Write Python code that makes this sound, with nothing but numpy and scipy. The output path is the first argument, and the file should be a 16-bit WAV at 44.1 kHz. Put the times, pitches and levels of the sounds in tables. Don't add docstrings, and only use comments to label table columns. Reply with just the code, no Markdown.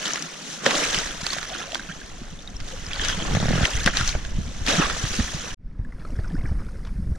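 import sys
import numpy as np
from scipy import signal
from scipy.fft import rfft, irfft, next_fast_len
from scipy.io import wavfile
from scipy.ndimage import uniform_filter1d

SR = 44100
rng = np.random.default_rng(int(sys.argv[2]) if len(sys.argv) > 2 else 0)


def output_pcm(signal):
    pcm = np.clip(np.atleast_2d(signal).T, -1, 1) * 32767
    wavfile.write(sys.argv[1], SR, np.round(pcm).astype(np.int16))


N = 316638
PADDED = next_fast_len(N, True)
T = np.arange(N) / SR
HZ = np.fft.rfftfreq(PADDED, 1 / SR)

CUT_S, EDGE_HZ = 5.546, 14900
STUCK_START_S, STUCK_END_S = 3.345, 3.66
CALM_DB, CALM_GRIT = (-53.5, -60.5, -54), 0.46
SWELL_S, SWELL_WIDTH_S, SWELL_DB = 6.36, 0.44, 8.5
FADE_IN_S = 0.51

# frequency in Hz, relative density in dB per Hz.
SLUSH_SPECTRUM = [(150, -4), (250, -1), (384, -5), (531, -5.5), (904, -7.5), (1320, -2.5), (1650, 0.5),
                  (2200, -5.5), (3210, -8.5), (4760, -16.5), (6050, -11), (7300, -16.5), (8240, -20),
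                  (12600, -37), (15000, -37)]
# frequency in Hz, relative density in dB per Hz.
RIPPLE_SPECTRUM = [(240, -2), (310, 0), (487, -1), (816, -12), (1500, -9.5), (2150, -14), (2800, -24),
                   (3890, -24.5), (5350, -16), (7350, -20), (9090, -13.5), (15000, -31)]
# frequency in Hz, relative density in dB per Hz.
RUMBLE_SPECTRUM = [(8, -2), (25, 1), (55, -6.5), (110, -15), (200, -25.5), (500, -57), (4000, -115)]
# frequency in Hz, relative density in dB per Hz.
DULL_SPECTRUM = [(50, -35.5), (95, -37), (145, 0.5), (240, -3), (350, -15), (600, -25.5), (1500, -57),
                 (8000, -86)]
# frequency in Hz, left over right in dB.
PORT_TILT = [(60, -2.5), (200, -3.5), (450, 0.5), (850, 1), (1150, -7.5), (1850, -2), (2600, -5.5),
             (4100, 0), (6600, 7), (9000, 0.5)]
# frequency in Hz, lead of the left in radians.
PORT_LEAD = [(30, 0), (200, -.25), (600, -.6), (950, -1.2), (1550, .3), (2300, -1), (4200, -.5),
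             (6300, -1.4), (8000, -3), (11000, -6.3)]
# frequency in Hz, correlation from -1 to 1.
PORT_LIKENESS = [(60, 0.94), (170, 0.71), (350, 0.35), (520, 0.09), (1200, 0.11), (1700, 0.56),
                 (4200, 0.28), (6000, 0.33), (14000, 0.04)]
# peak in seconds, crunch level in dB, rise in seconds, t60 in seconds,
# slosh over crunch in dB, spray over crunch in dB, share of crumbs 0-1, left over right in dB.
STROKES = [(.07, -34.5, 0.2, 1.17, -5.5, 1, 0.53, 0.5), (.54, -49, 0.44, 0.37, 1, 11, 0.2, 0),
           (0.663, -28.5, 0.048, 1.06, 0.5, -4.5, 0.22, 0.5), (.76, -38.5, 0.091, 1.1, -4, 10.5, 0.56, 0),
           (.835, -31, 0.049, 0.46, -9, -7, 0.26, -3), (.985, -33.5, 0.54, 0.8, -4.5, 0.5, 0.21, 0),
           (1.32, -39.5, 0.37, 0.9, -9.5, 3.5, 0.54, 0.5), (1.599, -40, 0.54, 0.5, -5, -1, 0.72, -1),
           (1.76, -48, 0.72, 3.6, -2, 2, 0.55, -0.5), (2.68, -52, 0.081, 1.7, 5, 9, 0.38, -1.5),
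           (3.04, -36, 0.32, 0.28, -6.5, -5, 0.5, 0), (3.1, -32.5, 0.22, 0.55, -9, -4, 0.22, 3),
           (3.28, -38.5, 0.33, 3.7, 1.5, -2, 0.45, -0.5), (3.635, -33, 0.41, 0.26, 1.5, -8.5, 0.29, 2.5),
           (3.81, -41.5, 0.98, 0.55, -26, 6.5, 0.77, -0.5),
           (3.876, -21, 0.014, 0.098, -2.5, -17.5, 0.53, 1), (3.968, -29, 0.064, 0.8, -14, -4.5, 0.26, 0.5),
           (4.086, -37.5, 0.072, 0.2, -16, 6, 0.4, 4), (4.69, -28, 0.024, 0.83, 0.5, 0.5, 0.3, 0.5),
           (4.81, -27.5, 0.13, 0.67, -5, -10, 0.34, 1), (5.16, -39, 0.89, 2, -3.5, 5.5, 0.35, -0.5),
           (5.47, -43.5, 0.45, 0.57, -1.5, -3.5, 0.74, -2)]
# start in seconds, relative level in dB, ring in Hz, left over right in dB,
# crumbling over the snap in dB before trims, t60 of the early crumbling in seconds.
CRACKS = [(0.056, -9, 3060, -1, -15, .024), (0.135, -2, 6160, 18, -37, 0.022),
          (0.158, -18.5, 1900, 0, -8, 0.031), (0.224, -7.5, 5740, 5, -15.5, 0.016),
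          (0.664, -8, 1800, -1.5, 1, 0.0068), (0.708, -13.5, 1340, -3, -7, 0.067),
          (0.756, -9, 4200, 7, -23.5, 0.032), (0.826, -16.5, 1890, -0.5, -12.5, 0.041),
          (0.862, -17, 3160, -3, -10.5, 0.027), (0.93, -23, 1556, -1, 2, 0.013),
          (0.945, -5, 3000, -2, -14.5, 0.043), (0.988, -4.5, 5340, 8, -21, 0.014),
          (1.266, -6.5, 4200, -4.5, -11, 0.017), (1.333, -12, 3330, -9.5, -10.5, 0.029),
          (1.384, -17, 1620, -8, -13, 0.034), (1.429, -21, 1830, -7, -6, 0.022),
          (1.5, -20, 3250, 2, -18, 0.049), (1.72, -21.5, 3130, -6, -6, .015),
          (1.746, -10, 3250, 0, -11, 0.025), (1.755, -17, 1500, -17, -12.5, 0.017),
          (2.603, -30.5, 2060, -2, -1, 0.025), (2.933, -10, 3200, -4, -19, 0.02),
          (2.996, -12, 1740, 6, -28, .024), (3.025, -25, 4200, 11, -17, .04),
          (3.049, -10, 3130, 3, -11, 0.03), (3.085, -2.5, 5960, 13, -24, 0.031),
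          (3.094, -20, 2970, -4, -5.5, 0.079), (3.35, -14, 1980, 23, -10.5, 0.026),
          (3.402, -12, 3670, 0, -19, 0.022), (3.5785, -17.5, 1370, 1.5, -11.5, 0.012),
          (3.643, -9, 1910, 12.5, -17, 0.012), (3.653, -2.5, 3120, -5, -16, .024),
          (3.655, -7, 1810, 12, -13, 0.014), (3.707, -12.5, 5670, 5.5, -14.5, 0.022),
          (3.862, -8, 3420, 4, -5.5, 0.019), (3.8695, -10, 3960, -1.5, -21.5, 0.013),
          (3.8759, 0, 1540, 4, -25, 0.04), (3.971, -2, 3980, 3, -17.5, 0.03),
          (4.011, -11, 1370, 6, -14, 0.02), (4.077, -1, 5940, 3.5, -24, .014),
          (4.091, -10, 4280, -4, -12.5, 0.02), (4.153, -20, 1533, 1, -21, .02),
          (4.25, -19.5, 1600, -6, -13.5, 0.027), (4.663, -13, 3340, -1.5, -9, 0.079),
          (4.675, -12.5, 1810, 15.5, -13, 0.016), (4.683, -6, 2450, -0.5, -15, 0.068),
          (4.699, -12.5, 1500, -10, -12, 0.073), (4.824, -7, 1285, -6, -26, 0.022),
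          (4.899, -13.5, 1280, -3, -12, 0.061), (5.1991, -17.5, 1820, 0, -16, 0.029),
          (6.851, -38, 1300, -4, -4, 0.021), (6.872, -31.5, 1080, 2, -6, 0.016)]
# start in seconds, level in dB.
BREAKS = [(0.6642, -5), (3.8764, -5)]
# start in seconds, relative level in dB.
JERKS = [(3.3507, -11), (3.369, -9), (3.4015, -13), (3.427, -13.5), (3.439, -15), (3.456, -11),
         (3.484, -11.5), (3.508, -10.5), (3.5332, -11), (3.5551, -14), (3.579, -12.5), (3.6094, -11),
         (3.6312, -12.5)]
# start in seconds, relative level in dB.
KNOCKS = [(3.861, -21), (4.151, -11), (5.196, -18.5)]
# start in seconds, level in dB, first pitch in Hz,
# last pitch in Hz, length in seconds.
SQUEAKS = [(3.348, -29.5, 650, 2860, 0.028), (3.427, -36.5, 560, 1920, 0.04),
           (3.628, -25, 1225, 2150, 0.0246)]
# start in seconds, length in seconds, level in dB.
SCRAPES = [(1.283, 0.26, -50), (2.958, 0.21, -35), (3.174, 0.075, -39)]
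# start in seconds, length in seconds, level in dB,
# first resonance in Hz, last resonance in Hz.
POCKETS = [(0.736, 0.084, -30, 605, 524), (0.811, 0.04, -35, 529, 480), (1.485, 0.06, -37, 723, 632),
           (1.667, 0.04, -42.5, 600, 710), (1.884, 0.041, -37.5, 1348, 1840),
           (4.694, 0.0373, -28, 529, 505), (4.778, 0.08, -34.5, 1350, 1114)]
# start in seconds, relative level in dB, pitch in Hz.
BUBBLES = [(0.838, -6, 5400), (1.212, -18, 4950), (1.304, -8, 4300), (1.549, -22, 1400),
           (1.602, -18.5, 1650), (1.73, -17, 660), (1.795, -16, 1570), (1.923, -21.5, 3200),
           (2.016, -24, 1590), (2.39, -24.5, 3580), (2.475, -17, 3740), (2.566, -17.5, 5500),
           (2.865, -15.5, 4960), (3.223, -14.5, 3120), (5.849, -29.5, 1684), (5.923, -30.5, 2000),
           (6.05, -24.5, 1290), (6.189, -28, 1760), (6.245, -25, 1440), (6.353, -26.5, 1490),
           (6.366, -28, 1750), (6.686, -31, 1420)]
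# start in seconds, level in dB, first pitch in Hz,
# last pitch in Hz, length in seconds.
GURGLES = [(0.667, -20, 515, 524, 0.02), (.700, -31, 1500, 4200, 0.008), (0.786, -28, 870, 1280, 0.009),
           (1.365, -26.5, 610, 756, 0.0047), (1.593, -35, 626, 805, 0.017), (2.608, -48, 1240, 1680, 0.031),
           (2.729, -34, 536, 493, 0.023), (2.909, -30, 2080, 2950, 0.012), (2.951, -32, 4300, 4900, 0.012),
           (3.768, -30, 1880, 2160, .015), (3.805, -32, 1450, 1750, .016), (4.85, -24, 1160, 1100, 0.015)]
# start in seconds, level in dB, pitch in Hz.
GULPS = [(1.887, -29.5, 177), (3.17, -26, 181), (3.306, -22.5, 148), (4.778, -15.5, 170),
         (5.187, -16.5, 221), (6.326, -22.5, 169), (6.342, -27.5, 282), (6.983, -26.5, 187)]
# start in seconds, relative level in dB, pitch in Hz.
THUDS = [(0.664, -11.5, 533), (0.667, -20, 227), (0.976, -26, 168), (1.23, -28, 164), (2.216, -29, 221),
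         (3.631, -13.5, 59.7), (3.75, -13.5, 59.5), (3.862, -15.5, 184), (4.006, -18, 135.5),
         (4.154, -14.5, 74.4), (4.385, -19.5, 161), (4.683, -19, 263), (4.797, -15.5, 294),
         (5.039, -15.5, 109), (5.201, -12.5, 62.4), (5.346, -24.5, 154), (5.791, -19, 77),
         (6.188, -13.5, 70), (6.438, -19, 113), (6.514, -13, 61.6), (7.067, -18, 62), (7.117, -14.5, 61.7)]
# start in seconds, gain added to the steady trickle's gain of 1 in dB.
WAVELETS = [(5.995, 3), (6.051, 3), (6.453, 5), (6.645, 3), (7.15, 12)]
# time in seconds, rumble level in dB.
WIND = [(0.0, -55), (0.46, -65), (0.94, -36.5), (1.62, -47), (3.18, -29.5), (3.64, -20), (3.68, -46),
        (3.76, -25), (4.32, -30), (4.38, -19), (4.46, -29.5), (5.18, -30.5), (5.2, -29), (5.42, -37.5),
        (6.5, -24.5), (6.8, -31.5), (7.1, -22.5), (7.18, -33)]


def amp(db):
    return np.exp(np.asarray(db) * (np.log(10) / 20))


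def read(points):
    hz, value = np.transpose(points)
    return np.interp(np.log(HZ + 1), np.log(hz + 1), value)


def shaped(x, gain):
    return irfft(rfft(x, PADDED) * gain, PADDED)[..., :N]


def band(lo_hz, hi_hz, order=8):
    return ((1 + (lo_hz / (HZ + 1)) ** order) * (1 + (HZ / hi_hz) ** order)) ** -.5


def band_passed(x, lo_hz, hi_hz, order=2):
    return signal.lfilter(*signal.butter(order, [lo_hz, hi_hz], "band", fs=SR), x)


def evened(x):
    return x / np.sqrt(np.mean(np.atleast_2d(x).mean(0) ** 2) + 1e-20)


def wander(hz):
    return evened(shaped(rng.standard_normal(N), band(hz / 8, hz)))


def add(mix, start_s, sound):
    part = mix[:, max(round(start_s * SR), 0):][:, :sound.shape[-1]]
    part += sound[..., :part.shape[1]]


def noise_pair():
    left, other = rfft(rng.standard_normal((2, PADDED)))
    same = np.clip(read(PORT_LIKENESS), -1, 1)
    right = same * left + np.sqrt(1 - same ** 2) * other
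    return irfft([left, right], PADDED)[:, :N]


def ports(x):
    half = amp(read(PORT_TILT) / 2) * np.exp(.5j * read(PORT_LEAD))
    return shaped(x, np.array([half, 1 / half]))


def ring(t, hz, cycles, rise, phase=0):
    age = t * hz / cycles
    turns = hz * t * (1 + rise * np.minimum(age, 5))
    return (1 - np.exp(-2 * t * hz)) * np.exp(-age) * np.sin(2 * np.pi * turns + phase)


def scatter(per_s, spread_db):
    most = 1000
    for when, keep, kind, size, side in rng.random((most, 5)):
        if keep < per_s * N / SR / most:
            size_db = spread_db * min(-np.log(1 - size), 3)
            yield when * N / SR, amp(size_db) * np.sqrt([[side], [1 - side]]), kind


def pressing(ease_s):
    onset = np.clip((T - STUCK_START_S) / ease_s + 1, 0, 1)
    return onset * np.clip((STUCK_END_S - T) / 0.0087, 0, 1)


def churning(rise_db=20):
    power = amp(CALM_DB)[:, None, None] ** 2 * np.ones((2, N))
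    total = power[:, 0].sum(0)
    gritty = CALM_GRIT * total
    for peak_s, db, rise_s, t60_s, slosh_db, spray_db, grit, pan_db in STROKES:
        drop_db = np.maximum(rise_db * (peak_s - T) / rise_s, 60 * (T - peak_s) / t60_s)
        stroke = amp(db - np.minimum(drop_db, 100)) ** 2
        sizes = amp([slosh_db, 0, spray_db]) ** 2
        power += np.outer(sizes, amp([pan_db, -pan_db]))[..., None] * stroke
        total += sizes.sum() * stroke
        gritty += grit * sizes.sum() * stroke
    return np.sqrt(power), np.clip(gritty / total, 0, 1)


def surges(drag_s=0.015, held_db=-11, surge_s=.005):
    stuck = pressing(drag_s)
    starts = np.sort([start_s for start_s, db in JERKS])
    since_s = abs(T - starts[np.maximum(np.searchsorted(starts, T) - 1, 0)])
    pulse = since_s / surge_s * np.exp(-since_s / surge_s)
    return 1 - stuck + stuck * (amp(held_db) + pulse)


def grains(per_s, spread_db, cycles, rise, count=60):
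    t, out = np.arange(2048) / SR, np.zeros((2, N))
    most = 800
    for hz in np.geomspace(280, 13000, count):
        detune, length, side = rng.uniform(-0.71, 1, 3)
        grain_cycles = cycles * np.sqrt(hz / 2000) * 2.26 ** length
        grain = ring(t, hz * (1 + 0.012 * detune), grain_cycles, rise, side * np.array([[.9], [-.9]]))
        grain *= np.sqrt(hz ** 0.34 / np.sum(grain[0] ** 2))
        when, keep = rng.random((2, most))
        size_db = spread_db * np.minimum(rng.exponential(1, most), 3)
        sizes = rng.choice([-1, 1], most) * amp(size_db)
        heard = keep < per_s / count * (hz / 2000) ** .3 * N / SR / most
        for start_s, size in zip((when[heard] * N / SR).tolist(), sizes[heard]):
            add(out, start_s, size * grain)
    return evened(out)


def patchy(x, patch_db, order=3):
    z = signal.stft(x, nperseg=256)[2]
    swarms = uniform_filter1d(rng.standard_normal(z.shape[-2:]), order, 0)
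    swarms = uniform_filter1d(swarms, order, 1)
    return signal.istft(z * amp(patch_db * swarms / swarms.std()))[1][..., :N]


def slush(slosh, crunch, spray, grit, droplet_db=-1, flutter_db=1.0, clump_db=2.5, patch_db=2.5):
    crumbs = grains(per_s=1800, spread_db=3.5, cycles=1.42, rise=0)
    droplets = grains(per_s=900, spread_db=3.0, cycles=12.6, rise=0.014)
    rings = evened(crumbs + amp(droplet_db) * droplets)
    cloud = np.sqrt(grit) * rings + np.sqrt(1 - grit) * evened(noise_pair())
    stirred = np.minimum(crunch / amp(-39.5), 1)
    cloud = cloud + stirred * (patchy(cloud, patch_db) - cloud)
    fluttering = cloud * amp(grit * flutter_db * wander(hz=92.5))
    cloud = ports(shaped(fluttering, amp(read(SLUSH_SPECTRUM))))
    out = np.zeros((2, N))
    for level, gain in [(slosh, band(230, 883)), (crunch, band(1130, 4870)), (spray, band(3710, 12600))]:
        clumps = amp(grit * clump_db * wander(hz=56.3))
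        out += level * evened(shaped(cloud, gain) * clumps)
    return out


def cracks(snap_db=-3.0, snap_cycles=3.6, tail_db=-19, tail_t60_s=0.21, strain_db=-11, strain_s=0.006,
           stutter_db=3):
    early_s = .02
    t = np.arange(SR // 5) / SR - early_s
    after = np.maximum(t, 0)
    snaps, crumbs = np.zeros((2, N)), np.zeros((2, N))
    for start_s, db, hz, pan_db, crumbling_db, t60_s in CRACKS:
        shared, left, right = rng.standard_normal((3, len(t)))
        noise = shared + 0.92 * np.array([left, right])
        breaks = band_passed(noise, hz * 0.31, min(hz * 2.45, SR / 2.2), order=1)
        strain = amp(strain_db) * np.exp(-abs(t) / strain_s)
        decay = amp(-60 * after / t60_s) + amp(tail_db - 60 * after / tail_t60_s)
        fade = np.where(t < 0, strain, decay)
        sides = amp(pan_db * np.array([[.5], [-.5]]))
        gain = amp(db) * sides / sides.mean()
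        add(snaps, start_s - early_s, gain * ring(after, hz, snap_cycles, 0.0071))
        add(crumbs, start_s - early_s, gain * amp(crumbling_db) * evened(breaks) * fade)
    lead = np.exp(.5j * read(PORT_LEAD) * np.array([[1], [-1]]))
    stutter = amp(stutter_db * wander(hz=404))
    return shaped(amp(snap_db) * snaps + stutter * crumbs, band(200, 6570) * lead)


def fracture(width_s=0.000064):
    age, out = np.arange(SR // 100) / SR / width_s, np.zeros((2, N))
    for start_s, db in BREAKS:
        add(out, start_s, amp(db) * (age - 1) * np.exp(-age))
    return shaped(out, band(100, 6450, order=4))


def judder(knock_db=-1, knock_hz=620, knock_s=0.0042, thump_db=3, thump_hz=162, thump_cycles=0.97,
           lag_s=0.0011, grate_db=-14, grate_t60_s=0.012):
    t, out = np.arange(SR // 12) / SR, np.zeros((2, N))
    contact = np.sin(np.pi * np.minimum(t / knock_s, 1)) ** 2
    for start_s, db in JERKS + KNOCKS:
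        size = rng.uniform(0.795, 1.1)
        grate = evened(band_passed(rng.standard_normal(len(t)), 1100, 2100))
        knock = contact / 2 * np.sin(2 * np.pi * knock_hz * size * t)
        thump = ring(t, thump_hz * size, thump_cycles, -0.104)
        add(out, start_s, amp(db + grate_db - 60 * t / grate_t60_s) * grate)
        add(out, start_s - lag_s, amp(db + knock_db) * knock)
        add(out, start_s + lag_s, amp(db + thump_db) * thump)
    return ports(out)


def squeaks(overtone_db=-5, rough=0.29):
    out = np.zeros((2, N))
    for start_s, db, first_hz, last_hz, length_s in SQUEAKS:
        hz = np.linspace(first_hz, last_hz, round(length_s * SR))
        phase = 2 * np.pi * np.cumsum(hz) / SR
        tone = np.sin(phase) + amp(overtone_db) * np.sin(2 * phase)
        add(out, start_s, amp(db) * signal.windows.tukey(len(phase), .5) * tone)
    return ports(shaped(out * (1 + rough * wander(hz=202)), band(400, 2100)))


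def scrapes(slab_hz=3200, width_hz=550, chatter_db=4):
    pressure = np.zeros((1, N))
    for start_s, length_s, db in SCRAPES:
        add(pressure, start_s, amp(db) * signal.windows.tukey(round(length_s * SR), .5))
    rub = noise_pair() * amp(chatter_db * wander(hz=120))
    resonance = 1 / (1 + (2 * (HZ - slab_hz) / width_hz) ** 2)
    return pressure * evened(ports(shaped(rub, resonance)))


def chirps(per_s, spread_db, low_hz, high_hz, life_s, rise):
    t, out = np.arange(SR // 20) / SR, np.zeros((2, N))
    for start_s, gain, kind in scatter(per_s, spread_db):
        hz = low_hz * (high_hz / low_hz) ** kind
        add(out, start_s, gain * ring(t, hz, life_s * np.sqrt(2000 * hz), rise))
    return evened(ports(shaped(out, band(low_hz, high_hz * (1 + 10 * rise)))))


def splinters(per_s=55, spread_db=3, life_s=0.0009, low_hz=1100):
    t, out = np.arange(SR // 100) / SR, np.zeros((2, N))
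    ticks = rng.standard_normal((64, len(t))) * np.exp(-t / life_s)
    for start_s, gain, kind in scatter(per_s, spread_db):
        add(out, start_s, gain * ticks[int(kind * len(ticks))])
    return evened(ports(shaped(out, amp(read(SLUSH_SPECTRUM)) * band(low_hz, 16000, order=2))))


def debris(slosh, crunch, spray, plop_db=-7, chirp_db=-9, splinter_db=-15):
    plops = chirps(per_s=58, spread_db=3.5, low_hz=391, high_hz=900, life_s=0.0018, rise=0.031)
    small = chirps(per_s=130, spread_db=3.5, low_hz=1065, high_hz=4200, life_s=0.0035, rise=.045)
    bubbling = amp(plop_db) * slosh * plops + amp(chirp_db) * crunch * small
    return bubbling + amp(splinter_db) * spray * splinters()


def pockets(width=0.23):
    out = np.zeros((2, N))
    for start_s, length_s, db, first_hz, last_hz in POCKETS:
        hz = np.geomspace(first_hz, last_hz, round(length_s * SR))
        real, imag = rng.standard_normal((2, SR // 4))
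        low_pass = signal.butter(2, width * first_hz / 2, fs=SR)
        shake = signal.lfilter(*low_pass, real + 1j * imag)[-len(hz):]
        hollow = evened((shake * np.exp(2j * np.pi * np.cumsum(hz) / SR)).real)
        add(out, start_s, amp(db) * signal.windows.tukey(len(hz), .5) * hollow)
    return ports(out)


def bubbles(bubble_db=-5.0, swell_s=0.00062, life_s=0.0032, rise=0.005, splat_db=-12, splat_s=0.00094):
    t, out = np.arange(SR // 20) / SR, np.zeros((2, N))
    for start_s, db, hz in BUBBLES:
        splat = amp(splat_db) * rng.standard_normal((2, len(t))) * np.exp(-t / splat_s)
        tone = ring(t, hz, life_s * np.sqrt(2000 * hz), rise) * (1 - np.exp(-t / swell_s))
        add(out, start_s, amp(db + bubble_db) * (tone + splat))
    for start_s, db, first_hz, last_hz, length_s in GURGLES:
        hz = np.geomspace(first_hz, last_hz, round(length_s * SR))
        tone = np.sin(2 * np.pi * np.cumsum(hz) / SR)
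        add(out, start_s, amp(db) * signal.windows.tukey(len(hz), .7) * tone)
    return ports(shaped(out, band(430, 8500, order=14)))


def gulps(cycles=4.7):
    out = np.zeros((2, N))
    for start_s, db, hz in GULPS:
        t = np.arange(0, cycles / hz, 1 / SR)
        add(out, start_s, amp(db) * signal.windows.tukey(len(t), .5) * np.sin(2 * np.pi * hz * t))
    return ports(out)


def thuds(thud_db=3, thud_s=0.0039, puff_db=-14, puff_hz=420, puff_t60_s=0.05):
    t, out = np.arange(SR // 4) / SR, np.zeros((2, N))
    for start_s, db, hz in THUDS:
        puff = evened(band_passed(rng.standard_normal((2, len(t))), 90, puff_hz))
        puff = puff * amp(puff_db - 60 * t / puff_t60_s) * (1 - np.exp(-t / 0.0091))
        push = ring(t, hz, hz * thud_s, 0.008)
        add(out, start_s, amp(db + thud_db) * (0.75 * push / abs(push).max() + puff))
    return ports(shaped(out, band(15, 1800, order=4)))


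def folding(fold_s=0.004):
    gain = np.ones(N)
    for start_s, db in WAVELETS:
        age = np.maximum(T - start_s, 0) / fold_s
        gain += amp(db) * age * np.exp(1 - age)
    return gain


def lapping(lap_db=-57, fizz_db=-66.0, clump_db=1.6, lap_fade_db=8, fizz_fade_db=32):
    swell_db = SWELL_DB * np.exp(-((T - SWELL_S) / SWELL_WIDTH_S) ** 2)
    rings = grains(per_s=1500, spread_db=4.5, cycles=4.5, rise=.008)[0]
    trickle = shaped(rings, band(200, 6800))
    trickle = evened(trickle * amp(clump_db * wander(hz=43.6))) * folding()
    cloud = amp(swell_db - 7) * trickle + rng.standard_normal(N)
    cloud = shaped(cloud, amp(read(RIPPLE_SPECTRUM)))
    faded = np.clip(1 - (T - CUT_S) / FADE_IN_S, 0, 1)
    lap = amp(lap_db + swell_db / 2 - lap_fade_db * faded)
    fizz = amp(fizz_db - fizz_fade_db * faded)
    slop = amp(swell_db - SWELL_DB) * evened(shaped(cloud, band(230, 300)))
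    wash = evened(shaped(cloud, band(580, 4200)))
    return lap * (slop + wash) + fizz * evened(shaped(cloud, band(3400, 13500)))


def lows(slosh, surge, gust_db=2.5, lump_db=3, calm_db=-49, slosh_db=-8, wind_db=-17, press_db=-22,
         press_s=0.041):
    rumble = amp(np.interp(T, *np.transpose(WIND)))
    press = amp(press_db) * pressing(press_s)
    moving = (amp(slosh_db) * slosh) ** 2 + (amp(wind_db) * rumble) ** 2
    dull = np.sqrt(amp(calm_db) ** 2 + moving + press ** 2)
    wind = shaped(noise_pair(), amp(read(RUMBLE_SPECTRUM)))
    wind = evened(wind * amp(gust_db * wander(hz=24.8)))
    churn = shaped(noise_pair(), amp(read(DULL_SPECTRUM)))
    churn = evened(churn * amp(lump_db * wander(hz=23.8)))
    return surge * (np.hypot(rumble, press) * wind + dull * ports(churn))


def scene():
    shore = np.clip((CUT_S - T) / .002, 0, 1)
    open_water = np.clip((T - CUT_S - .025) / .1, 0, 1)
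    (slosh, crunch, spray), grit = churning()
    surge = surges()
    ice = slush(slosh * surge, crunch, spray, grit) + fracture() + judder() + squeaks() + scrapes()
    ice = ice + debris(slosh, crunch, spray) + pockets()
    both = cracks() + bubbles() + gulps() + thuds() + lows(slosh.mean(0), surge)
    return shore * (ice + both) + open_water * (both.mean(0) + lapping())


def record(dry):
    low_pass = signal.firwin(511, EDGE_HZ, window=("kaiser", 9), fs=SR)
    return signal.oaconvolve(dry, low_pass[None], "same")


dry = scene()
out = record(dry)
output_pcm(out)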